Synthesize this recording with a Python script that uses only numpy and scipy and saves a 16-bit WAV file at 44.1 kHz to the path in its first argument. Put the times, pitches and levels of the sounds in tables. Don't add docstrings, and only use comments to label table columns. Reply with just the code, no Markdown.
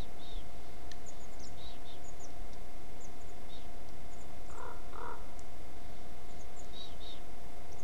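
import sys
import numpy as np
from scipy import signal
from scipy.fft import rfft, irfft
from scipy.io import wavfile

SR = 44100
rng = np.random.default_rng(int(sys.argv[2]) if len(sys.argv) > 2 else 0)


def output_pcm(signal):
    pcm = np.clip(np.atleast_2d(signal).T, -1, 1) * 32767
    wavfile.write(sys.argv[1], SR, np.round(pcm).astype(np.int16))


N = 345303
T = np.arange(N) / SR


def undb(db):
    return 10 ** (np.asarray(db) / 20)


def unit(x):
    return x / np.sqrt(np.mean(x ** 2) + 1e-20)


def add(out, s, x):
    i = int(s * SR)
    x, i = x[max(-i, 0):], max(i, 0)
    out[i:i + len(x)] += x[:max(N - i, 0)]


def ring(x, hz, width_hz):
    return signal.lfilter(*signal.iirpeak(min(hz, SR * .45), hz / width_hz, fs=SR), x)


def body(x, modes):
    return sum((-1) ** k * undb(db) * ring(x, hz, width) for k, (hz, width, db) in enumerate(modes))


def lowpass(x, hz, order):
    return signal.sosfilt(signal.butter(order, hz, fs=SR, output="sos"), x)


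def turn(hz):
    return 2 * np.pi * np.cumsum(hz) / SR


def waver(n, hz):
    return unit(lowpass(rng.standard_normal(n), hz, order=2))


def arch(n, crest):
    u = np.linspace(0, 1, n)
    return np.clip(1 - u / crest, 0, 1), np.clip((u - crest) / (1 - crest), 0, 1)


FLUTTER_FIRST_HZ, FLUTTER_LAST_HZ = 41.05, 36.8
SLACK_HZ = 345
OPEN_SLACK, OPEN_FULL = .24, .62
RELEASE_S, RELEASE_DROP = 0.045, 0.29
# centre_hz [Hz], width_hz [Hz], gain_db [dB]
THROAT_MODES = [(374, 127, 0), (963, 150, 0.2), (1244, 200, 2), (1440, 200, -3.5), (1850, 300, -6.5),
                (3750, 420, -11.5)]


def croak(length_s, rise_s, full_hz, first_db, full_db, sag=0.19, rasp=0.0485, edge_hz=1600,
          leak_db=-17, bright_db=14, kick=0.7):
    run_jitter, pulse_jitter, scatter_db = .008, .016, 1.0
    n = int(length_s * SR)
    release = np.interp(T[:n], [length_s - RELEASE_S, length_s], [1, 1 - RELEASE_DROP])
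    effort = np.sin(np.pi / 2 * np.minimum(T[:n] / rise_s, 1)) * release
    cycle = np.floor(np.cumsum(np.linspace(FLUTTER_FIRST_HZ, FLUTTER_LAST_HZ, n)) / SR)
    flutter_samples = SR / np.mean([FLUTTER_FIRST_HZ, FLUTTER_LAST_HZ])
    pulses = np.zeros(SR // 2)
    for i in np.flatnonzero(np.diff(cycle, prepend=-1)):
        hz = SLACK_HZ + (full_hz - SLACK_HZ) * effort[i]
        hz *= 1 + run_jitter * rng.standard_normal()
        span = (OPEN_SLACK + (OPEN_FULL - OPEN_SLACK) * effort[i]) * flutter_samples
        db = first_db + (full_db - first_db) * effort[i] ** 2
        lag = 0
        for louder, later in rng.standard_normal(size=(12, 2)):
            if lag >= span or i + lag >= n:
                break
            hardness = 1 + kick * np.exp(-lag / SR / 0.0012)
            pulses[int(i + lag)] += undb(db + scatter_db * louder) * hardness
            lag += SR / hz * (1 + sag * ((lag / span) ** 2 - .25) + pulse_jitter * later)
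    trail = signal.lfilter([1], [1, -np.exp(-1 / (SR * 0.0011))], pulses)
    puff = trail * rng.standard_normal(len(pulses))
    voice = body(pulses + rasp * puff, THROAT_MODES)
    leak = undb(leak_db + bright_db * np.exp(-T[:len(voice)] / 0.051))
    low = lowpass(voice, edge_hz, order=10)
    high = voice - lowpass(voice, edge_hz, order=1)
    return undb(34.5) * (low + leak * high)


# [dB, before the make-up gain]
CROAK_CALLS = [(4.4984, .218, .13, 490.6, -54, -45), (4.93, .215, 0.112, 478, -49, -43.5)]


def raven():
    out = np.zeros(N)
    for start_s, *shape in CROAK_CALLS:
        add(out, start_s, croak(*shape))
    return out


WHEEZE_FIRST, WHEEZE_LAST = .92, .8
WHEEZE_WOBBLE_HZ, WHEEZE_JUMP_HZ, WHEEZE_JUMP_S = 35, 45, .016
BREAK_S, BREAK_HZ, BREAK_DB = 0.0074, -220, -11.5
# start_s [s], length_s [s], break_s after the start [s], crest_hz [Hz],
# level_db at the crest [dB], hoarse_db against the clean tone [dB]
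WHEEZE_CALLS = [(-.125, .185, .17, 4100, -53.5, -8), (0.184, 0.24, 0.23, 3700, -56.5, -5.5),
                (1.568, 0.21, 0.17, 3846, -56.5, -3.5), (1.851, 0.12, 0.11, 3660, -58, -4),
                (3.488, .18, .092, 3726, -56.5, -7.5), (6.727, 0.22, 0.15, 3870, -50.5, -10.5),
                (6.999, .195, .145, 3720, -52, -7)]


def wheezes(crest=.38, hoarse_hz=520, overtone_db=-20, buzz_hz=620, buzz_db=-14, air_db=-19, onset_db=-10):
    out = np.zeros(N)
    for start_s, length_s, break_s, crest_hz, level_db, hoarse_db in WHEEZE_CALLS:
        n = int(length_s * SR)
        rise, fall = arch(n, crest)
        broken = (1 + np.tanh((T[:n] - break_s) / BREAK_S)) / 2
        bend = 1 - (1 - WHEEZE_FIRST) * rise ** 3 - (1 - WHEEZE_LAST) * fall ** 2.6
        hz = crest_hz * bend + BREAK_HZ * broken
        jumps = rng.standard_normal(size=32)[(T[:n] / WHEEZE_JUMP_S).astype(int)]
        phase = turn(hz + WHEEZE_JUMP_HZ * jumps + WHEEZE_WOBBLE_HZ * waver(n, 70))
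        flicker = undb(2.3 * waver(n, 60))
        buzz = turn(buzz_hz + 45 * waver(n, 114))
        strands = undb(overtone_db) * np.sin(phase + phase / 2)
        strands += undb(buzz_db) * (np.sin(phase + buzz) + np.sin(phase - buzz) / 2)
        hoarse = waver(n, hoarse_hz) * np.sin(phase) + waver(n, hoarse_hz) * np.cos(phase)
        breath = unit(ring(ring(rng.standard_normal(n), 5200, 1900), 5200, 1900))
        voice = np.sqrt(2) * (np.sin(phase) + strands) / flicker * undb(BREAK_DB * broken)
        rasp = undb(hoarse_db) * hoarse * flicker + undb(air_db) * breath
        swell = undb(level_db + onset_db * rise ** 2 - 7.4 * fall ** 2) * signal.windows.tukey(n, .1)
        add(out, start_s, swell * (voice + rasp))
    return out


SLIDE_HZ_PER_S = 11300
NOTCH_AT, NOTCH_S, NOTCH_HZ = .62, 0.00323, 560
# start_s [s], length_s [s], slide_hz where the notch sits, without its dip [Hz],
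# level_db at the notch [dB], upper_db of the higher voice there [dB]
TSIP_CALLS = [(1.06, 0.047, 6840, -47.5, -66), (1.311, .042, 7250, -60, -69), (1.45, 0.04, 7120, -52, -70),
              (3.200, 0.029, 7200, -59.5, -79), (3.270, .045, 7100, -61, -80),
              (4.110, .043, 6970, -58, -70), (4.179, 0.057, 7300, -57, -67), (4.477, 0.059, 7250, -58, -64),
              (4.553, .052, 7630, -57, -68), (6.282, 0.046, 7200, -62, -80), (6.389, 0.04, 6680, -55, -77),
              (6.560, 0.06, 7110, -51, -65), (7.783, 0.029, 6820, -55, -70)]


def tsips(swell_s=0.0049, lead=0.37, upper_ratio=1.27):
    out = np.zeros(N)
    for start_s, length_s, slide_hz, level_db, upper_db in TSIP_CALLS:
        n = int(length_s * SR)
        t = T[:n] - NOTCH_AT * length_s
        notch = NOTCH_HZ * np.exp(-(t / NOTCH_S) ** 2)
        phase = turn(slide_hz - SLIDE_HZ_PER_S * t - notch + 50 * waver(n, 230))
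        swell = (lead + (1 - lead) * np.exp(-(t / swell_s) ** 2)) * signal.windows.tukey(n, .25)
        voices = undb(level_db) * np.sin(phase) + undb(upper_db) * np.sin(upper_ratio * phase)
        add(out, start_s, np.sqrt(2) * swell * voices)
    return out


# start_s [s], length_s [s], first_hz [Hz], middle_hz [Hz], last_hz [Hz], level_db at the loudest [dB]
WHISTLE_CALLS = [(1.199, 0.054, 6700, 7000, 6260, -56.5), (1.392, .013, 3000, 4600, 7500, -53),
                 (1.395, .057, 5500, 6370, 3400, -54.5), (1.427, 0.032, 7400, 5770, 5000, -51),
                 (2.039, .062, 6750, 6960, 6520, -52.5), (2.198, 0.06, 6700, 7000, 5130, -50.5),
                 (3.005, 0.055, 5600, 7280, 5670, -52), (7.718, .015, 3000, 5500, 6900, -52.5)]


def whistles(crest=0.26, loudest_at=0.8, swell_share=0.12, lead=.48):
    out = np.zeros(N)
    for start_s, length_s, first_hz, middle_hz, last_hz, level_db in WHISTLE_CALLS:
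        n = int(length_s * SR)
        rise, fall = arch(n, crest)
        hz = middle_hz + (first_hz - middle_hz) * rise ** 3.5 + (last_hz - middle_hz) * fall ** 2.1
        phase = turn(hz + 50 * waver(n, 280))
        swell = lead + (1 - lead) * np.exp(-((T[:n] / length_s - loudest_at) / swell_share) ** 2)
        swell *= signal.windows.tukey(n, .12)
        add(out, start_s, np.sqrt(2) * undb(level_db) * swell * np.sin(phase))
    return out


def crack(decay_s):
    t = np.arange(SR // 30) / SR
    return rng.standard_normal(len(t)) * np.exp(-t / decay_s)


TICK_WIDTH_HZ = 3300
# start_s [s], peak_db [dB]
SNAP_STEPS = [(.9160, -31.5), (0.917, -34.5), (0.9176, -36.5), (0.9193, -36)]
# centre_hz [Hz], width_hz [Hz], gain_db [dB]
TWIG_MODES = [(1810, 210, 1.5), (3260, 290, 1.5), (4230, 450, 4.5), (5400, 410, -1), (5900, 500, 2.5),
              (7240, 530, -13)]
# start_s [s], peak_db [dB], centre_hz [Hz], decay_s [s]
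DRY_TICKS = [(2.305, -49, 4500, .001), (2.532, -43.5, 4700, 0.0086), (3.889, -41.5, 5300, 0.00051),
             (4.464, -50, 5800, .0007), (5.3936, -34, 6800, 0.00092), (6.646, -46, 6460, .0007)]


def twigs(step_decay_s=.00003):
    out = np.zeros(N)
    step = body(np.exp(-T[:SR // 30] / step_decay_s), TWIG_MODES)
    for start_s, peak_db in SNAP_STEPS:
        add(out, start_s, undb(peak_db) * step / abs(step).max())
    for start_s, peak_db, centre_hz, decay_s in DRY_TICKS:
        tick = crack(decay_s)
        for _ in range(3):
            tick = ring(tick, centre_hz, TICK_WIDTH_HZ)
        add(out, start_s, undb(peak_db) * tick / abs(tick).max())
    return out


def forest(x, wet_db, t60_s, gap_s):
    t = np.arange(SR) / SR
    decay = np.exp(-np.log(1000) * t / t60_s)
    echoes = rng.standard_normal(SR) ** 3 * decay * (t > gap_s)
    return x + undb(wet_db) * signal.fftconvolve(x, echoes / np.linalg.norm(echoes))[:N]


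# centre_s [s], half_s [s], level_db [dB]
FAR_SWELLS = [(.68, 0.18, -68.5), (1.154, 0.14, -69), (5.942, 0.15, -69), (6.34, 0.099, -68),
              (6.672, .1, -68)]


def far_birds(hz=3900, width_hz=1900):
    swell = sum(undb(level_db) * np.exp(-((T - centre_s) / half_s) ** 2)
                for centre_s, half_s, level_db in FAR_SWELLS)
    return swell * unit(ring(ring(rng.standard_normal(N), hz, width_hz), hz, width_hz))


HISS_DB = -48
# freq_hz [Hz], density_db [relative dB per Hz]
HISS_COLOUR = [(15, -0.5), (30, -6), (60, -8), (130, -18), (300, -19), (500, -20), (800, -25),
               (1300, -31.5), (2000, -34), (3200, -38.5), (6000, -41.5), (9000, -45), (13500, -46.5),
               (15600, -52.5)]
# centre_s [s], half_s [s], level_db [dB]
AIR_PUFFS = [(0.36, 0.029, -33), (2.42, .04, -44), (4.78, 0.032, -47)]


def air():
    colour_hz, colour_db = np.transpose(HISS_COLOUR)
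    f = np.maximum(np.fft.rfftfreq(N, 1 / SR), 1)
    colour = undb(np.interp(np.log(f), np.log(colour_hz), colour_db))
    hiss = unit(irfft(rfft(rng.standard_normal(N)) * colour, N))
    push = sum(undb(level_db) * np.exp(-((T - centre_s) / half_s) ** 2)
               for centre_s, half_s, level_db in AIR_PUFFS)
    thump = unit(lowpass(ring(rng.standard_normal(N), hz=28, width_hz=15), hz=49.4, order=4))
    return undb(HISS_DB) * hiss + push * thump


FRAME_HZ, BUZZ_HZ, LINE_HZ = 25, 703.125, 5625
BUZZ_DB, BUZZ_SHARE, LINE_DB = -59, 0.798, -81.5


def whine(rolloff=1.124):
    t = T[:SR // FRAME_HZ]
    buzz = sum(np.sin(2 * np.pi * k * BUZZ_HZ * t) / k ** rolloff for k in range(1, 19, 2))
    gate = np.clip(np.minimum(t, BUZZ_SHARE / FRAME_HZ - t) / 0.0019, 0, 1)
    bursts = np.resize(gate * buzz, N)
    line = np.sin(2 * np.pi * LINE_HZ * T)
    return np.sqrt(2) * (undb(BUZZ_DB) * bursts + undb(LINE_DB) * line)


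def scene():
    croaks = forest(raven(), wet_db=-13, t60_s=.09, gap_s=.004)
    croaks = forest(croaks, wet_db=-9, t60_s=.85, gap_s=.03)
    small = forest(wheezes() + tsips() + whistles() + twigs(), wet_db=-13.5, t60_s=0.37, gap_s=0.0082)
    return (croaks + small + far_birds() + air() + whine())[None]


TOP_HZ, OFFSET = 15650, -.0503


def record(dry):
    return signal.sosfilt(signal.ellip(10, .2, 70, TOP_HZ, fs=SR, output="sos"), dry) + OFFSET


dry = scene()
out = record(dry)
output_pcm(out)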